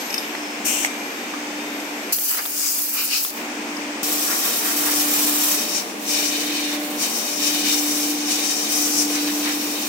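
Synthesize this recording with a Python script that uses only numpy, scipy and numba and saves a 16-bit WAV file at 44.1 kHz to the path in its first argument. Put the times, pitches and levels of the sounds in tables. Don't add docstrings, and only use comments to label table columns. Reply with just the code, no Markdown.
import sys
import numpy as np
from scipy import signal
from scipy.fft import rfft, irfft
from scipy.io import wavfile
from scipy.ndimage import uniform_filter1d
from numba import njit

SR = 44100
rng = np.random.default_rng(int(sys.argv[2]) if len(sys.argv) > 2 else 0)


def store_pcm(level_fs):
    pcm = np.round(np.clip(level_fs, -1, 1) * 32767).astype(np.int16)
    wavfile.write(sys.argv[1], SR, np.atleast_2d(pcm).T)


N = 435708
T = np.arange(N) / SR
HZ = np.maximum(np.arange(N // 2 + 1) * SR / N, 1)
BENCH_S = 4.028

# [t/s, length/s, jet/dB, edge/dB, hollow/dB, jet sag/(dB/s)]
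NEAR_BLASTS = [(2.121, 1.185, -13, -28, -41.5, 0.55)]
# [t/s, half length/s, edge/dB, hollow/dB]
NEAR_CROSSINGS = [(2.139, 0.019, -22, -40), (2.375, 0.056, -24, -27.5), (2.64, 0.099, -18.5, -31),
                  (2.998, 0.037, -24, -21.5), (3.132, 0.045, -17.5, -21), (3.297, 0.017, -23, -40)]
# [t/s, half length/s, level/dB, f/Hz, width/Hz]
NEAR_GUSTS = [(2.335, 0.018, -20.5, 1410, 1200), (2.39, 0.017, -19.5, 1650, 1500),
              (2.37, .033, -25, 5030, 2200), (2.64, 0.05, -35, 1500, 1000), (2.64, 0.066, -18, 8040, 4000),
              (2.84, .06, -30.5, 4900, 1800), (2.97, .02, -30, 1400, 1200), (3.01, .03, -19, 4950, 1200),
              (3.11, .06, -23.5, 9000, 4000), (3.14, 0.023, -18, 2710, 700),
              (3.15, 0.034, -15.5, 4930, 1380)]
# [f/Hz, level/dB per Hz]
NEAR_JET = [(300, -47.5), (1200, -15), (3500, -14), (6000, -2.5), (9000, 0), (11500, 3), (13500, 6.5),
            (16000, 6.5)]
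# [f/Hz, width/Hz, level/dB]
TABLE_EDGE = [(4750, 900, -2.5), (5750, 1400, -1.5), (7300, 1700, -2)]
TABLE_HOLLOW = [(1370, 790, -9), (2430, 380, 0), (2850, 280, 0.5), (3750, 610, -9)]


def near_gun():
    start_s, length_s = NEAR_BLASTS[0][:2]
    levels = blast_levels(NEAR_BLASTS, NEAR_CROSSINGS, attack_s=.003, release_s=.02)
    air = blast(levels, NEAR_JET, TABLE_EDGE, TABLE_HOLLOW, jet_db=0.7, edge_db=-1.5, hollow_db=1.0,
                left_db=11.5, lag_ms=0.698, flutter_db=1.5, wander_db=2.2, drift=.035, surge_db=0.1)
    air += gusts(NEAR_GUSTS, flutter_db=2.0, left_db=1.5)
    ultrasound = undb(-8.0) * noise(np.clip((HZ - 17500) / 1000, 0, 1))
    air = air * sputter() + ultrasound
    return air * opened(start_s, rise_s=0.008) * (1 - opened(start_s + length_s, rise_s=.015))


def sputter(rate_hz=70, spit_s=.0012, depth=.5):
    sizes = np.minimum(rng.exponential(1, N), 2)
    spits = (rng.random(N) < rate_hz / SR) * sizes
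    return 1 + depth * signal.lfilter([1], [1, -np.exp(-1 / (spit_s * SR))], spits)


# [t/s, length/s, jet/dB, edge/dB, hollow/dB, jet sag/(dB/s)]
FAR_BLASTS = [(3.93, 1.607, -28.5, -32.5, -39, -2.8), (5.53, 0.25, -37, -31, -34, -7),
              (5.97, 0.08, -39, -46, -46, 0), (6.04, 0.22, -32.5, -25, -31, -8),
              (6.27, 0.47, -35.5, -31, -30.5, 6), (6.77, 0.22, -35.5, -47, -40, 18),
              (6.96, 0.41, -31, -28, -35.5, 12), (7.36, 0.22, -31.5, -29, -31.5, -2),
              (7.61, 0.51, -29, -28.5, -33.5, 5), (8.14, 0.16, -42, -33.5, -35.5, 0),
              (8.25, 0.42, -32.5, -26, -31.5, 7), (8.66, 0.36, -29, -24.5, -35.5, 4.5),
              (9.04, .84, -33.5, -32.5, -35.5, 2)]
# [t/s, half length/s, edge/dB, hollow/dB]
FAR_CROSSINGS = [(4.05, 0.019, -28.5, -34), (5.47, .06, -30, -42), (5.77, 0.031, -29, -39),
                 (6.12, 0.03, -37, -43), (7.04, 0.028, -28.5, -31.5), (7.45, 0.055, -35, -31),
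                 (7.68, 0.089, -29.5, -31.5), (7.785, 0.015, -26, -43), (9.155, .02, -44, -36),
                 (9.285, 0.019, -36, -31.5), (9.49, 0.036, -31, -32), (9.84, 0.033, -36, -36.5)]
# [t/s, half length/s, level/dB, f/Hz, width/Hz]
FAR_GUSTS = [(4.32, 0.037, -30, 1550, 1200), (4.48, 0.043, -32, 1600, 1200), (4.68, .05, -32, 1670, 1200),
             (4.88, 0.062, -31, 1450, 1400), (5.06, 0.1, -36.5, 1900, 1500), (6.45, 0.2, -41, 1950, 900),
             (6.73, 0.089, -36, 1970, 900), (9.16, 0.021, -32, 1850, 1000), (9.29, 0.022, -36, 1950, 1000),
             (9.48, 0.031, -31, 1900, 1000)]
# [f/Hz, level/dB per Hz]
FAR_JET = [(300, -23), (900, -0.5), (1900, -3), (3300, -1.5), (6000, -2.5), (7800, 3), (10300, 0),
           (12500, 4.5), (16000, 4)]
# [f/Hz, width/Hz, level/dB]
PROFILE_EDGE = [(4920, 730, -2), (5575, 410, 5), (6160, 570, 2.5), (6850, 450, -2.5), (7410, 350, -0.5),
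                (8200, 980, -5), (9500, 2200, -6)]
PROFILE_HOLLOW = [(1750, 480, -11.5), (2430, 300, 0), (3020, 290, -0.5), (3750, 310, 1.5), (4380, 520, -2)]


def far_gun():
    levels = blast_levels(FAR_BLASTS, FAR_CROSSINGS, attack_s=0.065, release_s=0.076)
    air = blast(levels, FAR_JET, PROFILE_EDGE, PROFILE_HOLLOW, jet_db=6.0, edge_db=2.0, hollow_db=2.0,
                left_db=5.5, lag_ms=1.5, flutter_db=1.08, wander_db=0.12, drift=.01, surge_db=1.1)
    air += gusts(FAR_GUSTS, flutter_db=1.5, left_db=-1)
    return bounce(air, lag_ms=4.3, share=.35, sway=.05) * opened(BENCH_S, rise_s=.003)


# [t/s, length/s, jet/dB, edge/dB, hollow/dB, jet sag/(dB/s)]
CLAMP_VENT = [(0.643, 0.22, -24, -22, -32, 53)]
# [f/Hz, level/dB per Hz]
CLAMP_JET = [(300, -35), (1200, -11), (4000, -6), (6000, -5), (8500, -1), (10300, -5), (12700, 4),
             (15000, -1)]
# [f/Hz, width/Hz, level/dB]
CLAMP_EDGE = [(5900, 680, 2), (6500, 600, -3), (7800, 2200, 1.5)]
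CLAMP_HOLLOW = [(2700, 440, 6.5), (3030, 350, 0), (3840, 600, -14)]


def clamp():
    levels = blast_levels(CLAMP_VENT, [], attack_s=0.019, release_s=.012)
    return blast(levels, CLAMP_JET, CLAMP_EDGE, CLAMP_HOLLOW, jet_db=2.0, edge_db=-1.0, hollow_db=4.0,
                 left_db=11.0, lag_ms=0.9, flutter_db=0.0, wander_db=0.3, drift=0.016, surge_db=0.7)


def low_thumps(corner_hz=90, level_db=-38, decay_s=.012):
    starts_s = [row[0] for row in CLAMP_VENT + NEAR_BLASTS]
    shape = sum(np.exp(-np.minimum(np.abs(T - s) / decay_s, 20)) for s in starts_s)
    return undb(level_db) * shape * noise(1 / (1 + (HZ / corner_hz) ** 2))


def blast_levels(blasts, crossings, attack_s, release_s):
    sag_shares = 1, 0.56, 0.34
    power = np.zeros((3, N))
    for s, length_s, *db, sag in blasts:
        release = np.exp(-np.clip(T - s - length_s, 0, 1) / release_s)
        shape = opened(s, attack_s) * release
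        drop_db = sag * np.clip(T - s, 0, length_s)
        for k, share in enumerate(sag_shares):
            power[k] += (shape * undb(db[k] - share * drop_db)) ** 2
    for s, half_s, *db in crossings:
        flare = np.exp(-np.minimum(((T - s) / half_s) ** 2, 20) / 2)
        power[1:] += np.outer(undb(db), flare) ** 2
    return np.sqrt(power)


def blast(levels, jet, edge, hollow, jet_db, edge_db, hollow_db, left_db, lag_ms,
          flutter_db, wander_db, drift, surge_db):
    free, split, inside = levels
    air = free * undb(jet_db + flutter_db * walk(90)) * noise(colour(jet))

    edge_gain = split * undb(edge_db + flutter_db * walk(50) + surge_db * walk(16))
    air += edge_gain * pan(left_db) * glide(noise(resonances(edge)), drift)

    hollow_gain = inside * undb(hollow_db + flutter_db * walk(40) + surge_db * walk(16))
    air += hollow_gain * glide(noise(resonances(hollow), alike_hz=2550), drift)

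    air = bounce(air, lag_ms, share=.27, sway=.06)
    return air * undb(flutter_db * walk(60) / 2 + wander_db * walk(14))


def gusts(rows, flutter_db, left_db):
    t = T[:SR] - .5
    hz_axis = np.arange(SR // 2 + 1)
    out = np.zeros((2, N + 2 * SR))
    for s, half_s, db, hz, width_hz in rows:
        band = 1 / (1 + (2 * (hz_axis - hz) / width_hz) ** 4) ** .5
        air = unit(irfft(rfft(rng.standard_normal((2, SR))) * band, SR))
        swell = np.exp(-np.minimum((t / half_s) ** 2, 40) / 2)
        start = int((s + .5) * SR)
        out[:, start:start + SR] += undb(db) * air * swell
    return out[:, SR:SR + N] * pan(left_db) * undb(flutter_db * walk(70))


# [t/s, level/dB, pitch ratio set by where it is held]
CLICKS = [(.102, -19, 1), (.126, -17, 1.03), (.140, -10, 1.05), (.158, -22, 1.05), (.178, -9.5, 1.0),
          (1.80, -27, 0.97), (3.765, -23, 1.02)]
# [f/Hz, level/dB, t60/s]
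PROFILE_MODES = [(2540, -4, .03), (2900, -7, 0.047), (3650, -14, 0.18), (4750, -7, .02), (5140, 2, .035),
                 (5250, -1, .025), (5700, -3, .016), (8200, -10, .02), (9150, -17, .12), (10500, -4, 0.017),
                 (12100, -4, .008)]


def profile_clicks():
    return strikes(CLICKS, PROFILE_MODES, contact_s=0.0021, left_db=6.5, crack=0.34)


# [t/s, level/dB]
KNOCKS = [(.35, -16), (.847, -3)]
# [f/Hz, level/dB, t60/s]
FRAME_MODES = [(950, -5, .03), (1420, -7, .02), (2050, 10, 0.033), (2140, 10, .03), (2700, 1, .025),
               (3190, 2, .025), (4200, 3, .02), (4650, -1, .018), (5950, 2, .018)]


def knocks():
    return strikes(KNOCKS, FRAME_MODES, contact_s=0.00066, left_db=2.0, crack=0.18)


# [t/s, level/dB]
CHIPS = [(2.186, -10), (2.232, -22), (2.454, -9.5), (2.459, -12), (2.79, -14.5), (2.891, -20),
         (3.249, -9.5)]
# [f/Hz, level/dB, t60/s]
CHIP_MODES = [(605, -7, 0.0055), (1200, -6, .005), (1920, 0, .004), (2680, -1, 0.0037), (3540, 4, 0.005)]


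def chips():
    return strikes(CHIPS, CHIP_MODES, contact_s=0.00074, left_db=13.0, crack=.05)


# [t/s, level/dB]
SET_DOWN = [(1.337, -18.5)]
# [f/Hz, level/dB, t60/s]
BENDING_MODES = [(760, -7, .03), (1050, 0, .035), (1190, -2, .03), (1500, -2, 0.028), (1800, -5, .025),
                 (2800, -8, .02), (4500, -13, 0.017)]


def set_down():
    return strikes(SET_DOWN, BENDING_MODES, contact_s=0.003, left_db=-3, crack=.08)


# [t/s, half length/s, level/dB, f/Hz, width/Hz]
SLIDES = [(.05, 0.084, -36, 5470, 5000), (.27, .07, -40.5, 2880, 1000)]


def slides():
    return gusts(SLIDES, flutter_db=3.5, left_db=4.0)


def strikes(rows, modes, contact_s, left_db, crack):
    t = T[:SR // 4]
    out = np.zeros((2, N + SR))
    for s, db, *pitch in rows:
        ratio = pitch[0] if pitch else 1
        ring = np.zeros(len(t))
        for hz, mode_db, t60_s in modes:
            decay = np.exp(-np.log(1000) * t / t60_s)
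            ring += undb(mode_db) * decay * np.sin(2 * np.pi * hz * ratio * t)
        ring[:2] += crack * np.linalg.norm(ring) * np.array([1, -1]) / np.sqrt(2)
        contact = rng.standard_normal((2, len(t))) * t * np.exp(-t / contact_s)
        hit = signal.fftconvolve(contact, ring[None], axes=1)[:, :len(t)]
        start = int(s * SR)
        out[:, start:start + len(t)] += undb(db) * hit / np.abs(hit).max()
    return out[:, :N] * pan(left_db)


# [f/Hz, level/dB, left minus right/dB]
SPINDLE = [(2360, -48.5, 1), (3644, -56, 2), (5260, -57, 2), (6120, -67, 0), (6320, -56, 0)]


def spindle(whine_hz=12618, whine_db=-51, fade_db_per_s=-1.4):
    whine = tones([(whine_hz, 0, -4)], waver_hz=14, waver_db=3.5)
    drive = tones(SPINDLE, waver_hz=20, waver_db=4.5)
    drill = drive + undb(whine_db + fade_db_per_s * T) * whine
    return drill * (1 - opened(BENCH_S))


# [f/Hz, level/dB, left minus right/dB]
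MOTORS = [(327, -48.5, 12), (746, -52.5, -1), (1090, -57.5, -10)]


def bench_motors():
    return tones(MOTORS, waver_hz=4.44, waver_db=3) * opened(BENCH_S)


def tones(rows, waver_hz, waver_db):
    out = 0
    for hz, db, left_db in rows:
        phase = 2 * np.pi * np.cumsum(hz + waver_hz * walk(40)) / SR
        level = undb(db + waver_db * walk(7))
        out = out + pan(left_db) * level * np.sqrt(2) * np.sin(phase)
    return out


# [lull t/s, beat period/s, first fan/dB at the lull, second fan/dB, first fan growth/(dB/s)]
FANS_DRILL = (1.16, 1.07, -37.5, -46, 0.5)
FANS_BENCH = (4.48, 1.36, -35.6, -36.1, 1.25)
# [t/s, level/dB]
HUM_LEVEL = [(0, 0), (4.0, 0), (5.3, 0.5), (5.8, -4), (6.3, -2.5), (6.9, 0), (7.9, 1), (9.2, 1), (9.8, -1)]
# [t/s, level/dB]
OCTAVE = [(0, -53), (4.0, -48), (5.6, -41), (6.9, -39.5), (8.0, -45), (8.8, -45.5), (9.88, -51)]


def fan_hum(blade_hz=295.9):
    blade = np.where(T < BENCH_S, fans(*FANS_DRILL), fans(*FANS_BENCH))
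    blade = blade * undb(curve(HUM_LEVEL) + .8 * walk(11.0))
    octave_beat = beating(lull_s=5.92, period_s=0.595, first=0.58, second=undb(-10.5))
    octave = undb(curve(OCTAVE)) * octave_beat
    turn = np.exp(2j * np.pi * np.cumsum(blade_hz * (1 + 0.00062 * walk(4.9))) / SR)
    return np.sqrt(2) * np.imag(blade * turn + octave * turn ** 2)


def fans(lull_s, period_s, first_db, second_db, growth_db_per_s):
    first = undb(first_db + growth_db_per_s * (T - lull_s))
    return beating(lull_s, period_s, first, undb(second_db))


def beating(lull_s, period_s, first, second):
    slip = np.exp(1j * np.pi * (T - lull_s) / period_s)
    return first * slip - second / slip


# [f/Hz, level/dB per Hz]
DUCT_DRILL = [(90, -23), (150, -18.5), (225, 2), (330, -1), (560, -6.5), (800, -4), (1250, -8.5),
              (2450, -5.5), (3900, -17), (5200, -16), (8500, -19.5), (9800, -28), (12000, -30.5),
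              (15500, -28.5)]
DUCT_BENCH = [(90, -23), (150, -20), (210, -0.5), (265, -2.5), (335, -2), (375, -8), (470, -3), (550, -11),
              (770, -6), (950, -10.5), (1090, -8), (1300, -14), (2400, -11), (4000, -19.5), (6000, -18),
              (16000, -29.5)]


def duct_rush():
    lean_db = 4.6 * np.exp(-(np.log(HZ / 6000) / .5) ** 2)
    lean = undb(np.array([[1], [-1]]) * lean_db)
    drill = undb(-29.5 + 0.07 * walk(6.4)) * noise(colour(DUCT_DRILL) * lean, alike_hz=1050)
    bench = undb(-31.0 + .5 * walk(6.3)) * noise(colour(DUCT_BENCH), alike_hz=950)
    at_bench = opened(BENCH_S)
    return drill * (1 - at_bench) + bench * at_bench


def hall(x, wet_db, t60_s=0.45):
    t = T[:SR]
    tail = rng.standard_normal((2, SR)) * np.exp(-np.log(1000) * t / t60_s) * (t > .008)
    tail /= np.sqrt(np.sum(tail ** 2, axis=1, keepdims=True))
    return x + undb(wet_db) * signal.fftconvolve(x, tail, axes=1)[:, :N]


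def bounce(x, lag_ms, share, sway):
    n = np.arange(N)
    lags = [lag_ms * SR / 1000 * (1 + sway * walk(3)) for _ in x]
    echo = np.array([np.interp(n - lag, n, c) for lag, c in zip(lags, x)])
    return (x + share * echo) / np.sqrt(1 + share ** 2)


def glide(x, drift):
    place = np.cumsum(1 + drift * walk(11)) % (N - 1)
    return np.array([np.interp(place, np.arange(N), c) for c in x])


def noise(gain, alike_hz=1000):
    r = (HZ / alike_hz) ** 3
    likeness = .98 * (1 - .7 * r) / (1 + r ** 2)
    mid, side = rfft(rng.standard_normal((2, N)))
    mid = mid * np.sqrt(1 + likeness)
    side = side * np.sqrt(1 - likeness)
    return unit(irfft(np.array([mid + side, mid - side]) * gain, N))


def colour(points):
    hz, db = np.transpose(points)
    return undb(np.interp(np.log(HZ), np.log(hz), db))


def resonances(modes):
    power = 0
    for hz, width_hz, db in modes:
        power = power + (undb(db) / (1 + ((HZ - hz) / (0.63 * width_hz)) ** 2)) ** 2
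    return np.sqrt(power)


def walk(rate_hz):
    k = int(SR / rate_hz)
    held = rng.standard_normal(4096)[np.arange(N) // k % 4096]
    return 1.3 * uniform_filter1d(uniform_filter1d(held, k), k)


def curve(rows):
    s, db = np.transpose(rows)
    return np.interp(T, s, db)


def opened(s, rise_s=0.0019):
    return np.clip((T - s) / rise_s, 0, 1)


def pan(left_db):
    return undb(np.array([[left_db], [-left_db]]) / 2)


def undb(db):
    return 10 ** (np.asarray(db) / 20)


def unit(x):
    return x / np.sqrt(np.mean(x ** 2))


def scene():
    hits = profile_clicks() + knocks() + chips() + set_down() + slides()
    near = hall(near_gun() + clamp() + hits, wet_db=-11.5)
    machines = spindle() + bench_motors() + fan_hum() + duct_rush()
    return near + far_gun() + low_thumps() + machines


@njit
def follow(power, attack, release):
    out, e = np.empty(len(power)), 0.
    for i in range(len(power)):
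        e += (power[i] - e) * (attack if power[i] > e else release)
        out[i] = e
    return out


def record(dry, limit_db=-15.0, attack_s=0.012, release_s=0.028, bass_hz=165, leak_db=-22, top_hz=15750):
    bass_cut = signal.butter(4, bass_hz, "high", fs=SR, output="sos")
    x = signal.sosfilt(bass_cut, dry) + undb(leak_db) * dry
    power = uniform_filter1d(np.mean(x ** 2, axis=0), size=900)
    power = follow(power, 1 / (attack_s * SR), 1 / (release_s * SR))
    gain = 1 / np.sqrt(np.maximum(power / undb(limit_db) ** 2, 1))
    top_cut = signal.ellip(12, .2, 90, top_hz, fs=SR, output="sos")
    return signal.sosfilt(top_cut, x * gain)


dry = scene()
out = record(dry)
store_pcm(out)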